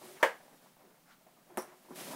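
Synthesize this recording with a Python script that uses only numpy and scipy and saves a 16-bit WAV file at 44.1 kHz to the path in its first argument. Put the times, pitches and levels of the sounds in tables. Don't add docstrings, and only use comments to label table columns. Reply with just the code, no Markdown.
import sys
import numpy as np
from scipy import signal
from scipy.fft import rfft, irfft, next_fast_len
from scipy.io import wavfile
from scipy.ndimage import map_coordinates

SR = 44100
rng = np.random.default_rng(int(sys.argv[2]) if len(sys.argv) > 2 else 0)


def generate_wav(signal):
    frames = np.transpose(np.atleast_2d(signal))
    scaled = np.clip(frames, -1, 1) * 32767
    pcm = np.round(scaled).astype(np.int16)
    wavfile.write(sys.argv[1], SR, pcm)


N = 94815


def amp(db):
    return 10 ** (np.asarray(db) / 20)


def unit(x):
    return x / np.sqrt(np.mean(x ** 2) + 1e-20)


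def along(points, hz):
    frequencies, values = np.transpose(points)
    return np.interp(np.log(hz + 1), np.log(frequencies + 1), values)


def level(rows):
    return amp(np.interp(np.arange(N) / SR, *np.transpose(rows)))


def wobble(rate_hz):
    knots = rng.standard_normal(int(N * rate_hz / SR) + 4)
    return map_coordinates(knots, [np.arange(N) * rate_hz / SR])


def colour(x, spectrum):
    size = 2 * next_fast_len(N)
    gain = unit(amp(along(spectrum, np.fft.rfftfreq(size, 1 / SR))))
    cepstrum = irfft(np.log(gain), size)
    cepstrum[1:size // 2] *= 2
    cepstrum[size // 2 + 1:] = 0
    return irfft(rfft(x, size) * np.exp(rfft(cepstrum)), size)[:N]


def add(track, start_s, sound):
    i = max(0, round(start_s * SR))
    track[i:i + len(sound)] += sound[:max(0, N - i)]


def blows(rows, spectrum, t60_s, room_db, push_db):
    out, t = np.zeros(N), np.arange(SR // 2) / SR
    for start_s, db, *_ in rows:
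        shake = rng.standard_normal(len(t)) * amp(-60 * t / t60_s)
        shake[0] += amp(push_db)
        add(out, start_s, amp(db) * (shake + amp(room_db) * room_tail()))
    return colour(out, spectrum)


def ring(start_s, modes, attack_s):
    out, t = np.zeros(N), np.arange(SR // 2) / SR
    attack = 1 - np.exp(-t / attack_s)
    for hz, db, t60_s in modes:
        phase = 2 * np.pi * (hz * t + rng.random())
        add(out, start_s, amp(db - 60 * t / t60_s) * np.sin(phase) * attack)
    return out


def cracks(rows, spectrum, t60_s, room_db):
    out, t = np.zeros(N), np.arange(SR // 2) / SR
    for start_s, _, db in rows:
        snap = amp(-60 * t / t60_s) * rng.standard_normal(len(t))
        add(out, start_s, amp(db) * (snap + amp(room_db) * room_tail()))
    return colour(out, spectrum)


def contents_knock():
    # start_s, level_db, crack_db
    contacts = [(.2283, -35, -25), (.2299, -23, -31), (.2333, -24, -31), (.2395, -37.5, -37),
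                (.2485, -37.5, -32)]
    # pitch_hz, level_db, t60_s
    box_modes = [(345, -37, .13), (388, -36, .17), (474, -28, .18), (540, -26.5, .17), (638, -28.5, .18),
                 (765, -31, .15), (818, -32, .13), (897, -29.5, .18), (976, -32, .18), (1083, -31.5, .19),
                 (1386, -33, .14), (1528, -30.5, .18), (1576, -29, .19), (1661, -28, .215),
                 (1770, -31, .18), (1927, -35.5, .19), (2122, -34, .18), (2532, -37.5, .15),
                 (2946, -43, .17)]
    # frequency_hz, gain_db
    panel_spectrum = [(30, -52), (90, -39), (180, -28), (270, -17.5), (350, -9.5), (530, 0), (800, -5.5),
                      (1080, -6), (1330, -9.5), (1680, -1.5), (2200, -6), (2650, -21), (3000, -15),
                      (4000, -31), (6000, -31.5), (10000, -36), (16000, -35.5)]
    snap_spectrum = [(100, -23), (600, 8), (3000, -6), (4000, -12.5), (8000, -14.5), (16000, -23)]
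    snap = cracks(contacts, snap_spectrum, t60_s=0.0067, room_db=-8)
    panels = blows(contacts, panel_spectrum, t60_s=0.09, room_db=-11.5, push_db=25)
    return panels + ring(contacts[1][0], box_modes, attack_s=0.00053) + snap


def box_set_down():
    # start_s, level_db, crack_db
    contacts = [(1.5731, -39.5, -28), (1.5785, -37.5, -35), (1.5828, -42.5, -37), (1.6207, -78, -37)]
    # start_s, level_db
    rattles = [(1.584, -51.5), (1.599, -59.5)]
    # pitch_hz, level_db, t60_s
    resting_modes = [(224.3, -41, 0.13), (370, -27, 0.11), (526.6, -32.5, 0.12), (708, -48, .18),
                     (832, -42, .16), (934, -31.5, 0.041), (1161, -43, .13), (1385, -47, 0.17),
                     (1980, -53, .12), (6030, -65, .3)]
    # frequency_hz, gain_db
    panel_spectrum = [(30, -56), (100, -29.5), (220, -4.5), (450, -4), (950, -1), (1500, -7), (2200, -14.5),
                      (3200, -36), (4900, -41), (7000, -36), (9500, -20), (16000, -28.5)]
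    edge_spectrum = [(100, -50), (3500, -24), (5000, -20), (5400, -3.5), (5850, -2), (6500, -19),
                     (8000, -16), (16000, -37)]
    snap_spectrum = [(100, 0), (900, 6.5), (3500, -4), (6000, -6.5), (10000, 2.5), (16000, -7)]
    snap = cracks(contacts, snap_spectrum, t60_s=0.005, room_db=-19)
    panels = blows(contacts, panel_spectrum, t60_s=0.095, room_db=-5.5, push_db=20)
    rattle = blows(rattles, edge_spectrum, t60_s=0.14, room_db=-2.5, push_db=8)
    return panels + ring(contacts[0][0], resting_modes, attack_s=0.0048) + snap + rattle


def packing_peanuts(slips_per_s=3200, spread_db=1.5, hiss_db=6, walls_db=-3.5):
    # time_s, level_db
    stirring = [(0, -60), (.05, -56.5), (.11, -57), (.2, -61.5), (.35, -68), (.65, -68), (.8, -75),
                (1.4, -75.5), (1.65, -72), (1.87, -67.5), (1.943, -64), (1.96, -51.5), (1.99, -48),
                (2.07, -48.5), (2.15, -50.5)]
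    # frequency_hz, gain_db
    foam_spectrum = [(40, -36), (200, -4), (600, -8), (1200, -5.5), (2500, 0), (4000, -1), (7000, -3),
                     (10000, -1), (13000, -4), (16000, -8.5)]
    wall_spectrum = [(40, -32), (90, -17), (160, 4), (360, 0), (460, -3), (600, 2.5), (1000, -7.5),
                     (1800, -9), (5000, -37.5)]
    slipping = rng.random(N) < slips_per_s / SR
    slips = slipping * rng.standard_normal(N) * amp(spread_db * rng.standard_normal(N))
    grains = unit(unit(slips) + amp(hiss_db) * rng.standard_normal(N))
    walls = amp(walls_db + 1.9 * wobble(50)) * colour(rng.standard_normal(N), wall_spectrum)
    foam = amp(0.72 * wobble(60)) * colour(grains, foam_spectrum)
    return level(stirring) * (foam + walls)


def sleeves():
    # time_s, level_db
    rubbing = [(0, -64), (.06, -61), (.13, -66), (.36, -65), (.55, -64), (.6, -69), (.75, -72), (.86, -67),
               (1.02, -76), (1.12, -73), (1.33, -73), (1.488, -69), (1.505, -60), (1.56, -62), (1.69, -64),
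               (1.8, -71), (2.15, -66)]
    # frequency_hz, gain_db
    cloth_spectrum = [(40, -32), (90, -29), (160, -2.5), (230, -2.5), (470, -1), (610, 2), (1000, -5.5),
                      (1800, -11), (3000, -28), (8000, -33), (16000, -38)]
    return level(rubbing) * amp(2.4 * wobble(44.96)) * colour(rng.standard_normal(N), cloth_spectrum)


def palms():
    # centre_s, half_length_s, level_db, peak_hz
    slides = [(0.178, .025, -58.5, 2150), (0.216, 0.021, -50, 1120), (0.667, 0.032, -69.5, 1290),
              (0.853, 0.051, -66, 402), (1.111, 0.067, -62.5, 1407), (1.126, 0.026, -67.5, 3800),
              (1.693, .06, -64, 1630), (2.132, 0.025, -47.5, 790)]
    # multiple_of_peak, gain_db
    palm_spectrum = [(.1, -39), (.25, -18), (.5, 3), (1, 8), (1.6, -1.5), (2.3, -12), (4.5, -10.5),
                     (12, -26)]
    out, t = np.zeros(N), np.arange(N) / SR
    for centre_s, half_length_s, db, peak_hz in slides:
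        spectrum = [(peak_hz * ratio, gain_db) for ratio, gain_db in palm_spectrum]
        friction = colour(rng.standard_normal(N), spectrum)
        swell = np.exp(-2 * ((t - centre_s) / half_length_s) ** 2)
        out += amp(db + 0.59 * wobble(81)) * swell * friction
    return out


def fingers():
    # start_s, level_db
    pats = [(.016, -54), (.157, -62), (.404, -58.5), (.479, -60.5), (.511, -70), (.659, -64), (.767, -65),
            (.806, -60), (.942, -64.5), (1.081, -72.5), (1.206, -66.5), (1.265, -59), (1.365, -67.5),
            (1.499, -58.5), (1.718, -55), (1.85, -61)]
    # frequency_hz, gain_db
    pat_spectrum = [(40, -20), (100, -9), (190, 0.5), (450, -1), (620, 6.5), (1050, 4), (1500, -9.5),
                    (2200, -7), (3500, -34.5), (16000, -34)]
    return blows(pats, pat_spectrum, t60_s=0.17, room_db=-9, push_db=10.5)


def carton_bumps():
    # start_s, level_db
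    bumps = [(1.886, -57), (1.906, -48), (1.913, -49.5), (2.065, -52), (2.104, -46), (2.134, -43)]
    # pitch_hz, relative_db, t60_s
    flap_modes = [(268, 3, .09), (960, 0, .08)]
    # frequency_hz, gain_db
    thud_spectrum = [(40, -40), (100, -34), (170, 1.5), (260, 3.5), (360, 6), (480, -6.5), (1000, -3.5),
                     (1500, -13), (3000, -33.5), (16000, -31)]
    flap = sum(amp(db) * ring(start_s, flap_modes, attack_s=0.0022) for start_s, db in bumps)
    return flap + blows(bumps, thud_spectrum, t60_s=0.07, room_db=-4, push_db=14)


def carton_hollow(pitch_hz=364, t60_s=0.24, attack_s=0.012, waver_rad=0.55):
    # start_s, level_db
    jolts = [(.03, -47.5), (.06, -55), (.15, -59), (1.497, -50), (1.672, -53), (1.722, -56), (1.885, -48),
             (1.925, -50)]
    out, t = np.zeros(N), np.arange(SR) / SR
    attack = 1 - np.exp(-t / attack_s)
    for start_s, db in jolts:
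        phase = 2 * np.pi * pitch_hz * (t + start_s) + waver_rad * wobble(63)[:SR]
        add(out, start_s, amp(db - 60 * t / t60_s) * attack * np.sin(phase))
    return out * amp(2 * wobble(70))


def cardboard_drags(width_hz=65, fade_s=0.021):
    # start_s, end_s, level_db, start_hz, end_hz
    drags = [(0.038, .2, -62.5, 352, 393), (1.497, 1.52, -63, 1040, 910), (1.98, 2.17, -57, 490, 653),
             (.81, 0.92, -65, 385, 350)]
    out, t = np.zeros(N), np.arange(N) / SR
    for start_s, end_s, db, start_hz, end_hz in drags:
        pitch_hz = np.interp(t, [start_s, end_s], [start_hz, end_hz])
        phase = 2 * np.pi * np.cumsum(pitch_hz) / SR
        band = wobble(width_hz) * np.cos(phase) + wobble(width_hz) * np.sin(phase)
        fade = np.clip(np.minimum(t - start_s, end_s - t) / fade_s, 0, 1)
        out += amp(db) * fade * unit(band)
    return out


def room_tail():
    # frequency_hz, t60_s
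    decay_times = [(100, 0.089), (400, 0.25), (1600, 0.27), (4000, 0.26), (14000, .2)]
    hz, t, bands = signal.stft(rng.standard_normal(SR // 2), SR, nperseg=256)
    decay = amp(-60 * t / along(decay_times, hz)[:, None])
    _, tail = signal.istft(bands * decay, SR, nperseg=256)
    return tail[:SR // 2]


def room_tone(air_db=-67.5, whine_hz=15000, whine_db=-82.5):
    # frequency_hz, gain_db
    air_spectrum = [(25, -1), (55, -41), (90, -13), (150, 4.5), (228, 6), (450, -9.5), (600, -28),
                    (1150, -7.5), (4000, -13), (10500, -14.5), (14600, -12), (15800, -12)]
    whine = amp(whine_db + 2 * wobble(20)) * np.sin(2 * np.pi * whine_hz * np.arange(N) / SR)
    return amp(air_db) * colour(rng.standard_normal(N), air_spectrum) + whine


def scene():
    mono = contents_knock() + box_set_down() + packing_peanuts()
    mono += sleeves() + palms() + fingers()
    mono += carton_bumps() + carton_hollow() + cardboard_drags()
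    mono += room_tone()
    return np.array([mono, mono])


def record(dry):
    top_hz = 15780
    size = next_fast_len(N + SR // 2)
    passband = np.fft.rfftfreq(size, 1 / SR) < top_hz
    return irfft(rfft(dry, size) * passband, size)[:, :N]


dry = scene()
out = record(dry)
generate_wav(out)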